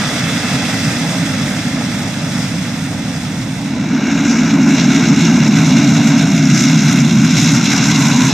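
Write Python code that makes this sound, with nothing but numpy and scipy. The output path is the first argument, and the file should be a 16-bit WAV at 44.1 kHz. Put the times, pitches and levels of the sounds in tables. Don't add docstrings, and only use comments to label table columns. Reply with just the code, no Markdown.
import sys
import numpy as np
from scipy import signal
from scipy.fft import irfft, next_fast_len
from scipy.io import wavfile
from scipy.ndimage import uniform_filter1d, minimum_filter1d, map_coordinates

SR = 44100
rng = np.random.default_rng(int(sys.argv[2]) if len(sys.argv) > 2 else 0)


def bounce(signal):
    frames = np.transpose(np.atleast_2d(signal))
    limited = np.clip(frames, -1, 1)
    pcm = np.round(limited * 32767).astype(np.int16)
    wavfile.write(sys.argv[1], SR, pcm)


N = 367353
TIME = np.arange(N) / SR
FREQ = np.maximum(np.fft.rfftfreq(2 * next_fast_len(N // 2 + 1), 1 / SR), 1)

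# time_s, roar_db, growl_db
EXHAUST_LEVELS = [(0.15, -18, -28.5), (1.23, -17, -29), (3.6, -20.5, -35), (4.01, -14.5, -29),
                  (5.0, -9.5, -27), (6.15, -9.5, -27), (6.38, -9, -34), (6.76, -9.5, -30),
                  (7.07, -9.5, -31), (8.11, -11, -26), (8.25, -11, -28)]
# frequency_hz, relative_density_db
RUMBLE_SPECTRUM = [(20, -25), (32, -21), (48, -11), (66, 10.5), (78, 1), (95, 13.5), (130, 8), (220, -48)]
# frequency_hz, relative_density_db
ROAR_FROM_SIDE = [(65, -40), (100, -10.5), (125, -5), (175, -0.5), (210, -4), (280, -3), (305, -13),
                  (340, -13), (385, -35), (470, -65)]
ROAR_FROM_TAIL = [(70, -56), (102, -22), (135, -4), (160, 1), (187, -6), (225, 0), (250, -2), (282, -2.5),
                  (310, -19), (340, -14), (385, -31), (470, -65.5)]
GROWL_FROM_SIDE = [(340, -19), (430, -3.5), (510, -2.5), (620, -1), (850, -2), (1080, -6.5), (1250, -16),
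                   (1600, -59)]
GROWL_FROM_TAIL = [(340, -17), (435, 4.5), (500, -8), (580, 1), (680, 1), (850, 1.5), (1000, 1.5),
                   (1200, -5), (1500, -45)]
RUSH_FROM_SIDE = [(950, -14), (1250, 2.5), (1500, 3), (1700, 1.5), (2080, 3), (2450, -2.5), (2650, 0),
                  (2970, -9.5), (3480, -1), (3750, -6.5), (4050, -5.5), (4350, -17), (5000, -46)]
RUSH_FROM_TAIL = [(1000, -25), (1280, 0), (1550, 4.5), (1780, -6), (2170, 5), (2480, -1.5), (2780, 2.5),
                  (2950, -5.5), (3070, -12), (3300, -3.5), (3870, 0.5), (4200, -5.5), (4500, -11),
                  (5000, -49)]
HISS_FROM_SIDE = [(3800, -39), (4450, -3.5), (5300, 2), (6500, -3.5), (7800, -7.5), (8900, -8),
                  (10200, -22), (11300, -17), (12300, -23), (15000, -25)]
HISS_FROM_TAIL = [(3900, -20), (4600, -11), (5300, 3), (5900, 2.5), (6500, 1), (6950, -4), (7400, -2),
                  (8000, -17.5), (9100, -18), (9900, -24), (10700, -23), (14000, -29), (15000, -44)]
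# frequency_hz, width_db (side minus mid), left_minus_right_db
STEREO_FROM_SIDE = [(25, -7, 1.0), (60, -14, -0.7), (120, -26, -1.4), (650, -18, -1.4), (1500, -12, -1.4),
                    (2500, -6, -6.1), (3450, -2, -10.7), (4200, 0, -0.6), (4800, -4, 9.2), (5600, -6, 6.0),
                    (6600, -4, -2.0), (8500, -4, -6.1), (9550, -2, -11.1), (10600, -1, 0.5),
                    (14500, -1, 1.0)]
STEREO_FROM_TAIL = [(25, -14, -0.2), (120, -29, -0.3), (280, -35, -0.4), (1000, -23, -0.0),
                    (2900, -22, 0.1), (4300, -7, -7.2), (4600, -2, -1.1), (4950, -4, 5.3), (5300, -13, 2.3),
                    (7400, -13, -1.7), (8100, -3, -3.9), (9300, -10, 0.0), (10800, -14, -0.3),
                    (14500, -9, 0.0)]
# time_s, frequency_ratio
WASH_GLIDE = [(0, 0.99), (2, 1), (3.9, 1.014), (5, 1.004), (6, 1.005), (7.2, 0.99), (8.33, 1.012)]
# centre_s, spread_s, pitch_hz, half_width_hz, level_db
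HOLLOW_BANDS = [(0.103, 0.26, 3480, 84, -34), (0.584, 0.3, 2660, 44, -35.5), (0.7, 0.61, 2047, 90, -37),
                (1.4, 0.51, 627, 60, -37), (4.5, 0.45, 91.4, 10, -43), (5.0, 0.23, 434, 24.5, -35),
                (6.04, 0.71, 661, 67, -31.5), (8.15, 0.16, 1015, 71, -26)]
# pitch_hz, base_level_db
TURBINE_TONES = [(6472, -39), (7196, -49)]
# centre_s, spread_s, rush_db, hiss_db
WASH_GUSTS = [(0.917, 0.27, 0.5, 1.5), (2.421, 0.09, 0.9, 2.8), (4.32, 0.021, 0, 4),
              (4.598, 0.053, -3, -4.5), (4.895, 0.19, 3, 2.5), (6.383, 0.077, -2.5, -3),
              (6.604, 0.067, 0.5, 4.5), (7.16, 0.1, -4, -4), (7.45, 0.098, 0, 2.6)]

BLADES, BLADE_PASS_HZ = 4, 65.8
RUMBLE_DB = -35
GROWL_TILT_DB, GROWL_TILT_DB_PER_S = -3.5, 0.5
SIDE_LAG_S = 0.000023
CROSSFADE_START_S, CROSSFADE_LENGTH_S = 3.478, 0.59
RUSH_LAG_S, HISS_LAG_S = 0.12, 0.25
WAKE_PEAK_S, WAKE_RISE_S, WAKE_FALL_S = 4.05, 0.19, 0.87
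WAKE_ROAR_DB, WAKE_GROWL_DB, WAKE_RUSH_DB, WAKE_HISS_DB = 9, -1.5, -4, -6
HIGH_CUT_HZ = 15200


def undb(db):
    return 10 ** (np.asarray(db) / 20)


def by_time(table):
    time_s, *columns = np.transpose(table)
    return [np.interp(TIME, time_s, column) for column in columns]


def by_frequency(table):
    hz, *columns = np.transpose(table)
    return [np.interp(np.log(FREQ), np.log(hz), column) for column in columns]


def wander(rate_hz):
    hold = max(int(SR / rate_hz), 1)
    steps = np.repeat(rng.standard_normal(N // hold + 1), hold)
    smooth = uniform_filter1d(uniform_filter1d(steps, hold), hold)[:N]
    return smooth / smooth.std()


def tilt(x, db, pivot_hz):
    low = signal.sosfiltfilt(signal.butter(2, pivot_hz, fs=SR, output="sos"), x)
    high = x - low
    power = low.var() * undb(-2 * db) + high.var() * undb(2 * db) + 2 * np.mean(low * high)
    return (low * undb(-db) + high * undb(db)) * np.sqrt(x.var() / power)


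def turbulence(spectrum, stereo, lag_s=0):
    width_db, balance_db = by_frequency(stereo)
    mid, side = rng.standard_normal((2, len(FREQ))) + 1j * rng.standard_normal((2, len(FREQ)))
    width = undb(width_db)
    left = undb(balance_db / 2) * np.exp(-2j * np.pi * FREQ * lag_s)
    right = undb(-balance_db / 2)
    gain = undb(by_frequency(spectrum)[0]) / np.hypot(np.abs(left + right), width * np.abs(left - right))
    channels = np.array([left * (mid + width * side), right * (mid - width * side)])
    noise = irfft(gain * channels)[:, :N]
    return noise / noise.mean(axis=0).std()


def side_to_tail(side_spectrum, tail_spectrum, tail_mix):
    side = turbulence(side_spectrum, STEREO_FROM_SIDE, SIDE_LAG_S)
    tail = turbulence(tail_spectrum, STEREO_FROM_TAIL)
    return np.sqrt(1 - tail_mix) * side + np.sqrt(tail_mix) * tail


def exhaust(tail_mix):
    roar_db, growl_db = by_time(EXHAUST_LEVELS)
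    roar_tilt_db = WAKE_ROAR_DB * hot_wake() - 0.8
    growl_tilt_db = WAKE_GROWL_DB * hot_wake() + GROWL_TILT_DB + GROWL_TILT_DB_PER_S * TIME
    rumble = turbulence(RUMBLE_SPECTRUM, STEREO_FROM_SIDE) * undb(RUMBLE_DB)
    roar = tilt(side_to_tail(ROAR_FROM_SIDE, ROAR_FROM_TAIL, tail_mix), roar_tilt_db, pivot_hz=223)
    growl = tilt(side_to_tail(GROWL_FROM_SIDE, GROWL_FROM_TAIL, tail_mix), growl_tilt_db, pivot_hz=840)
    roar *= undb(roar_db + 0.85 * tail_mix + 0.31 * wander(25))
    growl *= undb(growl_db - 0.4 + flutter(slow_db=1.04, fast_db=0.95))
    return rumble + roar + growl


def flutter(slow_db, fast_db):
    return slow_db * wander(24) + fast_db * wander(80)


def propeller(tail_mix, revolutions):
    rush_gust_db, hiss_gust_db = gusts()
    rush_db = trend(RUSH_LAG_S, side_db=-22.0, side_db_per_s=-2.8, tail_db=-24.5, tail_db_per_s=0.94)
    hiss_db = trend(HISS_LAG_S, side_db=-27.0, side_db_per_s=-2.5, tail_db=-30.0, tail_db_per_s=1.89)
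    rush = glide(side_to_tail(RUSH_FROM_SIDE, RUSH_FROM_TAIL, tail_mix))
    hiss = glide(side_to_tail(HISS_FROM_SIDE, HISS_FROM_TAIL, tail_mix))
    rush = tilt(rush, WAKE_RUSH_DB * hot_wake() + 1.4 * (1 - tail_mix), pivot_hz=2720)
    hiss = tilt(hiss, WAKE_HISS_DB * hot_wake() + 1.3 - 0.2 * hiss_gust_db, pivot_hz=8400)
    rush *= blade_chop(revolutions, depth=0.1 + 0.16 * tail_mix, sharpness=0.96, unevenness=0.31)
    hiss *= blade_chop(revolutions, depth=0.073 + 0.25 * tail_mix, sharpness=2.1, unevenness=0.22)
    strength = .5 + .5 * tail_mix
    rush = tilt(rush, strength * flutter(slow_db=1.0, fast_db=1.1), pivot_hz=2700)
    hiss = tilt(hiss, strength * flutter(slow_db=1.8, fast_db=0.7), pivot_hz=5960)
    shared_flutter_db = flutter(slow_db=0.38, fast_db=1.04)
    hiss_flutter_db = shared_flutter_db + flutter(slow_db=0.15, fast_db=0.96)
    rush *= undb(rush_db + rush_gust_db + strength * shared_flutter_db)
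    hiss *= undb(hiss_db + hiss_gust_db + strength * hiss_flutter_db)
    thrum = np.sin(2 * np.pi * BLADES * revolutions) * undb(-51 + 2.2 * wander(6.6))
    return rush + hiss + thrum


def blade_chop(revolutions, depth, sharpness, unevenness):
    angle = 2 * np.pi * revolutions
    pulse = np.exp(sharpness * np.cos(BLADES * angle)) * (1 + unevenness * np.cos(angle))
    power = np.maximum(1 + depth * (pulse / pulse.mean() - 1), 0)
    return np.sqrt(power)


def glide(wash):
    position = np.cumsum(by_time(WASH_GLIDE)[0])
    return np.array([map_coordinates(channel, [position], order=3, mode="mirror") for channel in wash])


def trend(lag_s, side_db, side_db_per_s, tail_db, tail_db_per_s):
    tail_mix = crossfade(lag_s)
    side = side_db + side_db_per_s * TIME
    tail = tail_db + tail_db_per_s * (TIME - CROSSFADE_START_S)
    return (1 - tail_mix) * side + tail_mix * tail


def hollows():
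    bands = np.zeros(N)
    for centre_s, spread_s, pitch_hz, half_width_hz, level_db in HOLLOW_BANDS:
        phase = 2 * np.pi * pitch_hz * TIME
        band = wander(4 * half_width_hz) * np.cos(phase) + wander(4 * half_width_hz) * np.sin(phase)
        bands += band * undb(level_db) * swell(centre_s, spread_s)
    return bands


def swell(centre_s, spread_s):
    return np.exp(-((TIME - centre_s) / spread_s) ** 2 / 2)


def turbine():
    _, hiss_gust_db = gusts()
    trend_db = trend(HISS_LAG_S, side_db=-12, side_db_per_s=-0.2, tail_db=-5.0, tail_db_per_s=1.7)
    spin_s = np.cumsum(1 + .0004 * wander(2) + .0006 * wander(150)) / SR
    tones = sum(np.sin(2 * np.pi * hz * spin_s) * undb(db + 2.2 * wander(13)) for hz, db in TURBINE_TONES)
    return tones * undb(trend_db + 0.77 * hiss_gust_db)


def gusts():
    return sum(np.outer(db, swell(centre_s, spread_s)) for centre_s, spread_s, *db in WASH_GUSTS)


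def crossfade(lag_s):
    progress = np.clip((TIME - CROSSFADE_START_S - lag_s) / CROSSFADE_LENGTH_S, 0, 1)
    return np.sin(np.pi / 2 * progress) ** 2


def hot_wake():
    return swell(WAKE_PEAK_S, np.where(TIME < WAKE_PEAK_S, WAKE_RISE_S, WAKE_FALL_S))


def scene():
    tail_mix = crossfade(lag_s=0)
    shaft_hz = BLADE_PASS_HZ / BLADES * (1 + .002 * wander(1.5))
    revolutions = np.cumsum(shaft_hz) / SR
    return exhaust(tail_mix) + propeller(tail_mix, revolutions) + hollows() + turbine()


def record(dry):
    ceiling, window = .97, 441
    peak = np.abs(dry).max(axis=0)
    gain = np.minimum(ceiling / (peak + 1e-9), 1)
    gain = uniform_filter1d(minimum_filter1d(gain, size=window), size=window)
    high_cut = signal.ellip(10, .2, 80, HIGH_CUT_HZ, fs=SR, output="sos")
    return signal.sosfilt(high_cut, dry * gain)


dry = scene()
out = record(dry)
bounce(out)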